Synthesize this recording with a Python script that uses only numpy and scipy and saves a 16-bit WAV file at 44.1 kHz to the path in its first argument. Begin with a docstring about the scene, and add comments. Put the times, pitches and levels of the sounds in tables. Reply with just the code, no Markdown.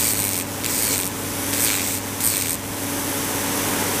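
"""Four short, rasping strokes of an electric nail file on a fingernail, close by, over a humming fan.
The bit bites once or twice a turn and drags the motor down; lifted off, the motor whirs back up to speed.
The dust extractor fan runs under the hands and grows louder as they move off it.
The camera's low sample rate mirrors the treble upwards."""
import sys
import numpy as np
from scipy.fft import rfft, irfft, next_fast_len
from scipy.io import wavfile
from scipy.ndimage import map_coordinates

SR = 44100
rng = np.random.default_rng(int(sys.argv[2]) if len(sys.argv) > 2 else 0)


def wrap_up_sound(samples):
    """Save the sound to the file named by the first command line argument, as 16-bit audio."""
    columns = np.atleast_2d(samples).T
    # keep every value between -1 and 1, then stretch to whole-number steps
    tamed = np.clip(columns, -1, 1)
    steps = np.round(tamed * 32767).astype(np.int16)
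    wavfile.write(sys.argv[1], SR, steps)


N = 176400

FREE_SHAFT_HZ = 124.4
# one table per stroke (time [s], shaft speed [Hz], relative bite [dB], scrape [dB], knock [dB])
NAIL_STROKES = ([(0, 115.5, -22.5, -26, -23), (0.04, 113.7, -22.5, -25, -27),
                (0.1, 109.2, -19.5, -25.5, -31), (0.16, 104.6, -26, -31, -31),
                (0.21, 102.2, -21.5, -29.5, -30), (0.28, 98.7, -26, -32, -29),
                (0.36, 89.9, -24, -29.5, -31), (0.415, 88.25, -27, -33, -27)], [(0.64, 120, -45, -39, -23),
                (0.7, 119.6, -30, -27.5, -33), (0.77, 117.9, -26.5, -26.5, -44),
                (0.85, 107.9, -23, -27, -31), (0.89, 104.4, -24, -28, -31), (0.94, 98.3, -29, -23, -25),
                (0.98, 94.8, -22.5, -33, -26), (1.03, 92.1, -30, -32, -22.5),
                (1.07, 93.75, -22.5, -35, -34)], [(1.53, 124, -38, -31.5, -24),
                (1.59, 120.8, -29, -29.5, -27), (1.63, 118.7, -19.5, -26.5, -32),
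                (1.67, 110.7, -24, -24.5, -19), (1.715, 102.3, -43, -26.5, -17.5),
                (1.77, 91.8, -40, -28, -22.5), (1.82, 91.3, -35, -28, -26), (1.88, 87.8, -33, -26.5, -49),
                (1.975, 91.6, -30, -30.5, -47)], [(2.205, 120.2, -34, -28, -27), (2.24, 116, -21, -29, -38),
                (2.275, 113.9, -16, -28.5, -34), (2.31, 107.9, -25, -26.5, -34),
                (2.36, 98.6, -24, -29.5, -24), (2.42, 87.8, -29, -28.5, -29), (2.46, 81.22, -32, -30, -26),
                (2.5, 83, -22, -30.5, -26), (2.545, 86.8, -27, -31, -49)])
# grit on nail (frequency [Hz], relative level [dB])
SCRAPE_SPECTRUM = [(500, -17), (1500, -7), (2300, 2), (3000, -7), (4000, -2.5), (5200, -1.5), (6500, 3.5),
                   (7300, 3), (8100, 8.5), (9300, 2), (10500, 1.5), (12000, -6)]


def grinding(turns, shaft_hz):
    """The bit's high spot bites and knocks the nail each turn, then rebounds; grit scrapes and sings."""
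    # bite and knocked nail (frequency [Hz], relative level [dB])
    bite_spectrum = [(1000, -15), (3000, -25.5), (6000, -11), (7300, -14), (8100, 0), (8700, 4), (9300, -2),
                     (9900, 3), (10600, -5.5), (12000, -30)]
    nail_spectrum = [(400, -10), (1000, -21), (1500, -7), (1950, -3.5), (2300, 3), (2850, -7.5), (3700, -4),
                     (6000, -13), (10000, -4)]
    hard_bite_db, rebound_lag_turns = -20, .42
    sing_order, sing_peak_hz, sing_range_hz = 41.7, 105, 12
    bite_gain, scrape_gain, knock_gain = contact()
    bites = blows(turns, shaft_hz, decay_s=.0006, scatter_db=1.2)
    rebounds = blows(turns - rebound_lag_turns, shaft_hz, decay_s=.0006, scatter_db=1.2)
    rebound_gain = amp(-7) * np.minimum(bite_gain / amp(hard_bite_db), 1) ** .8
    grit = unit(bursts(turns, shaft_hz, decay_s=.027) * amp(1.7 * wobble(1500)))
    sing = unit(low_pass(noise(), hz=170, order=2) * np.sin(2 * np.pi * sing_order * turns))
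    sing *= np.exp(-((shaft_hz - sing_peak_hz) / sing_range_hz) ** 2 / 2)
    knocks = blows(turns, shaft_hz, decay_s=.0009, scatter_db=1.8)
    return (amp(-2) * coloured(bite_gain * (bites + rebound_gain * rebounds), bite_spectrum)
            + amp(3) * coloured(scrape_gain * grit, SCRAPE_SPECTRUM)
            + amp(-10) * scrape_gain * sing
            + amp(-1) * coloured(knock_gain * knocks, nail_spectrum))


def contact():
    """Gains of bite, scrape and knock while the bit is on the nail."""
    press_s, lift_s = .0052, .024
    t, gains = clock(), np.zeros((3, N))
    for stroke in NAIL_STROKES:
        times_s, _, *levels_db = np.transpose(stroke)
        press = np.clip(1 + (t - times_s[0]) / press_s, 0, 1)
        lift = np.clip(1 - (t - times_s[-1]) / lift_s, 0, 1)
        gains += press * lift * amp([np.interp(t, times_s, db) for db in levels_db])
    return gains


def blows(turns, shaft_hz, decay_s, scatter_db):
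    """One blow of random strength per turn: click and gritty tail at equal power."""
    count = np.floor(turns).astype(int)
    clicks = unit(np.diff(count, prepend=count[0]).astype(float))
    strengths = amp(scatter_db * np.clip(rng.standard_normal(1000), -2, 2))
    return unit(strengths[count] * (clicks + bursts(turns, shaft_hz, decay_s)))


def bursts(turns, shaft_hz, decay_s):
    """One burst of grit noise per turn."""
    age_s = (turns % 1) / shaft_hz
    return unit(noise() * np.exp(-age_s / decay_s))


def catches(decay_s):
    """Single harder ticks where the bit catches the nail's edge."""
    # ticks (time [s], level [dB])
    ticks = [(.645, -10), (0.662, -9), (1.5358, -10.5), (1.7699, -21), (2.4113, -12), (2.4217, -11)]
    t = clock()
    envelope = sum(amp(db) * (t >= s) * np.exp(-np.abs(t - s) / decay_s) for s, db in ticks)
    return coloured(envelope * noise(), SCRAPE_SPECTRUM)


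def shaft_speed(spin_up_s):
    """Shaft speed in Hz: dragged down by the nail, recovering after each stroke."""
    t, shaft_hz = clock(), np.full(N, FREE_SHAFT_HZ)
    for stroke in NAIL_STROKES:
        times_s, hz = np.transpose(stroke)[:2]
        lifted_s = np.maximum(t - times_s[-1], 0)
        recovery_hz = FREE_SHAFT_HZ + (hz[-1] - FREE_SHAFT_HZ) * np.exp(-lifted_s / spin_up_s)
        stroke_hz = np.where(t < times_s[-1], np.interp(t, times_s, hz), recovery_hz)
        shaft_hz = np.where(t < times_s[0], shaft_hz, stroke_hz)
    return shaft_hz


def motor(turns, shaft_hz):
    """Brushes run over the same rough track inside the housing, hissing in two surges a turn."""
    # whir as the handpiece is moved about (time [s], level at free speed [dB])
    whir_levels = [(0, -35), (.55, -30), (1.15, -30), (1.5, -25), (2.05, -29), (2.65, -31.5), (2.9, -27),
                   (3.25, -25.5), (3.45, -25), (4, -24.5)]
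    # housing response (frequency [Hz], relative level [dB])
    housing_spectrum = [(300, -19.5), (900, 0.5), (1500, 2), (2300, 0.5), (2700, -1.5), (3200, -0.5),
                        (4300, -5.5), (5200, -2), (6000, 3.5), (7000, 0.5), (8300, 4), (9200, 2.5),
                        (10100, 8.5), (10700, 1)]
    db_per_octave = 9
    harmonics = np.zeros(2049, complex)
    harmonics[1:90] = np.exp(2j * np.pi * rng.random(89))
    track = irfft(harmonics)
    buzz = unit(np.interp(turns % 1, np.arange(len(track)) / len(track), track))
    surge_db = 4 * np.cos(2 * np.pi * 2 * turns) + .64 * np.cos(2 * np.pi * turns) + .27 * wobble(200)
    hiss = amp(2.5) * noise()
    whir = unit(coloured(amp(surge_db) * (buzz + hiss), housing_spectrum))
    return whir * amp(curve(whir_levels) + db_per_octave * np.log2(shaft_hz / FREE_SHAFT_HZ))


def fan():
    """Extractor fan: air rush fluttering with the rotor, blade tones and mains hum."""
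    # air rush (time [s], relative level [dB])
    air_levels = [(0.0, -33), (0.38, -35.5), (0.93, -32.5), (1.02, -34.5), (1.69, -32.5), (2.04, -36),
                  (2.19, -33.5), (2.58, -35.5), (3.69, -27), (4.0, -27)]
    # air rush (frequency [Hz], relative level [dB])
    air_spectrum = [(20, -48), (55, -21), (100, -6.5), (170, -3), (280, 0.5), (350, -2), (460, 2),
                    (540, -5), (660, -10), (850, -3), (1000, -3), (1200, -9.5), (2000, -10), (4000, -16.5),
                    (10000, -15.5)]
    # rotor (time [s], speed [turns/s])
    rotor_speeds = [(0, 20.06), (3.3, 20.04), (3.7, 20.14), (4, 20.3)]
    # blade tones (multiple of rotor speed, level before swell [dB])
    blade_tones = [(2, -62.5), (7, -58), (8, -52.5), (11, -60.5), (12, -42), (13, -48), (14, -36),
                   (15, -46), (16, -47), (28, -44.5), (29, -45), (31, -77), (34, -51), (39, -51),
                   (42, -49.5)]
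    # blade tone swell (time [s], level before scaling [dB])
    blade_swell = [(0.0, -36.5), (0.5, -35), (1.11, -37), (1.5, -31.5), (2.61, -39.5), (2.93, -30),
                   (3.44, -33), (3.65, -27), (4.0, -35.5)]
    # motor hum (multiple of mains frequency, level [dB])
    hum_tones = [(2, -38.5), (4, -46), (8, -49.5)]
    mains_hz, blade_order, swell_scale = 50, 14, .66
    turns = np.cumsum(curve(rotor_speeds)) / SR
    flutter = 1 + .058 * (np.cos(2 * np.pi * turns) + np.cos(2 * np.pi * 2 * turns))
    air = amp(curve(air_levels) + 3) * unit(coloured(noise() * flutter, air_spectrum))
    # quarter-cycle sideband offsets: the blade tone wavers once a turn
    blades = sum(tone(k * turns + abs(k - blade_order) / 4, db) for k, db in blade_tones)
    hum = sum(tone(k * mains_hz * clock(), db) for k, db in hum_tones)
    swell_db = curve(blade_swell)
    return air + hum + blades * amp(swell_scale * (swell_db - swell_db.mean()))


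def room():
    """Steady low rumble of the room."""
    # rumble (frequency [Hz], relative level [dB])
    rumble_spectrum = [(20, -16), (44, 0), (58, -4.5), (100, -1.5), (180, -1), (300, -8), (1000, -26),
                       (4000, -55)]
    return amp(-41) * unit(coloured(noise(), rumble_spectrum))


def amp(db):
    """Decibels to gain."""
    return 10 ** (np.asarray(db) / 20)


def unit(x):
    """x at rms 1."""
    return x / np.sqrt(np.mean(x ** 2) + 1e-20)


def clock():
    """Sample times in s."""
    return np.arange(N) / SR


def curve(rows):
    """(time [s], value) points joined by straight lines."""
    return np.interp(clock(), *np.transpose(rows))


def wobble(knots_per_s):
    """Smooth random curve."""
    knots = rng.standard_normal(int(N * knots_per_s / SR) + 4)
    return map_coordinates(knots, [clock() * knots_per_s])


def noise():
    """White noise."""
    return rng.standard_normal(N)


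def tone(cycles, rms_db):
    """Sine with a slightly wandering level."""
    return np.sqrt(2) * amp(rms_db + .6 * wobble(5)) * np.sin(2 * np.pi * cycles)


def coloured(x, spectrum):
    """Minimum-phase filter of the given (Hz, dB) shape; white noise keeps its level."""
    size = 2 * next_fast_len(N // 2 + 4096)
    hz, db = np.transpose(spectrum)
    bins_hz = np.fft.rfftfreq(size, 1 / SR)
    gain = unit(amp(np.interp(np.log(bins_hz + 1), np.log(hz), db)))
    cepstrum = irfft(np.log(gain))
    cepstrum[1:size // 2] *= 2
    cepstrum[size // 2 + 1:] = 0
    return irfft(rfft(x, size) * np.exp(rfft(cepstrum)))[:N]


def low_pass(x, hz, order):
    """Zero-phase low-pass, Butterworth magnitude."""
    ratio = np.fft.rfftfreq(2 * N, 1 / SR) / hz
    return irfft(rfft(x, 2 * N) / np.sqrt(1 + ratio ** (2 * order)))[:N]


def scene():
    """One shaft drives both whir and grinding, over the fan and the room."""
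    shaft_hz = shaft_speed(spin_up_s=.092) * (1 + .0007 * wobble(8))
    turns = np.cumsum(shaft_hz) / SR
    rumble = room()
    nail_file = motor(turns, shaft_hz) + grinding(turns, shaft_hz) + catches(decay_s=.001)
    return (nail_file + fan() + rumble)[None]


def record(dry):
    """The camera runs at half rate and holds each sample, which mirrors the treble upwards."""
    half_rate = low_pass(dry[0], hz=10640, order=20)[::2]
    held = np.repeat(half_rate, 2)[:N]
    return low_pass(held, hz=15480, order=300)[None]


dry = scene()
out = record(dry)
wrap_up_sound(out)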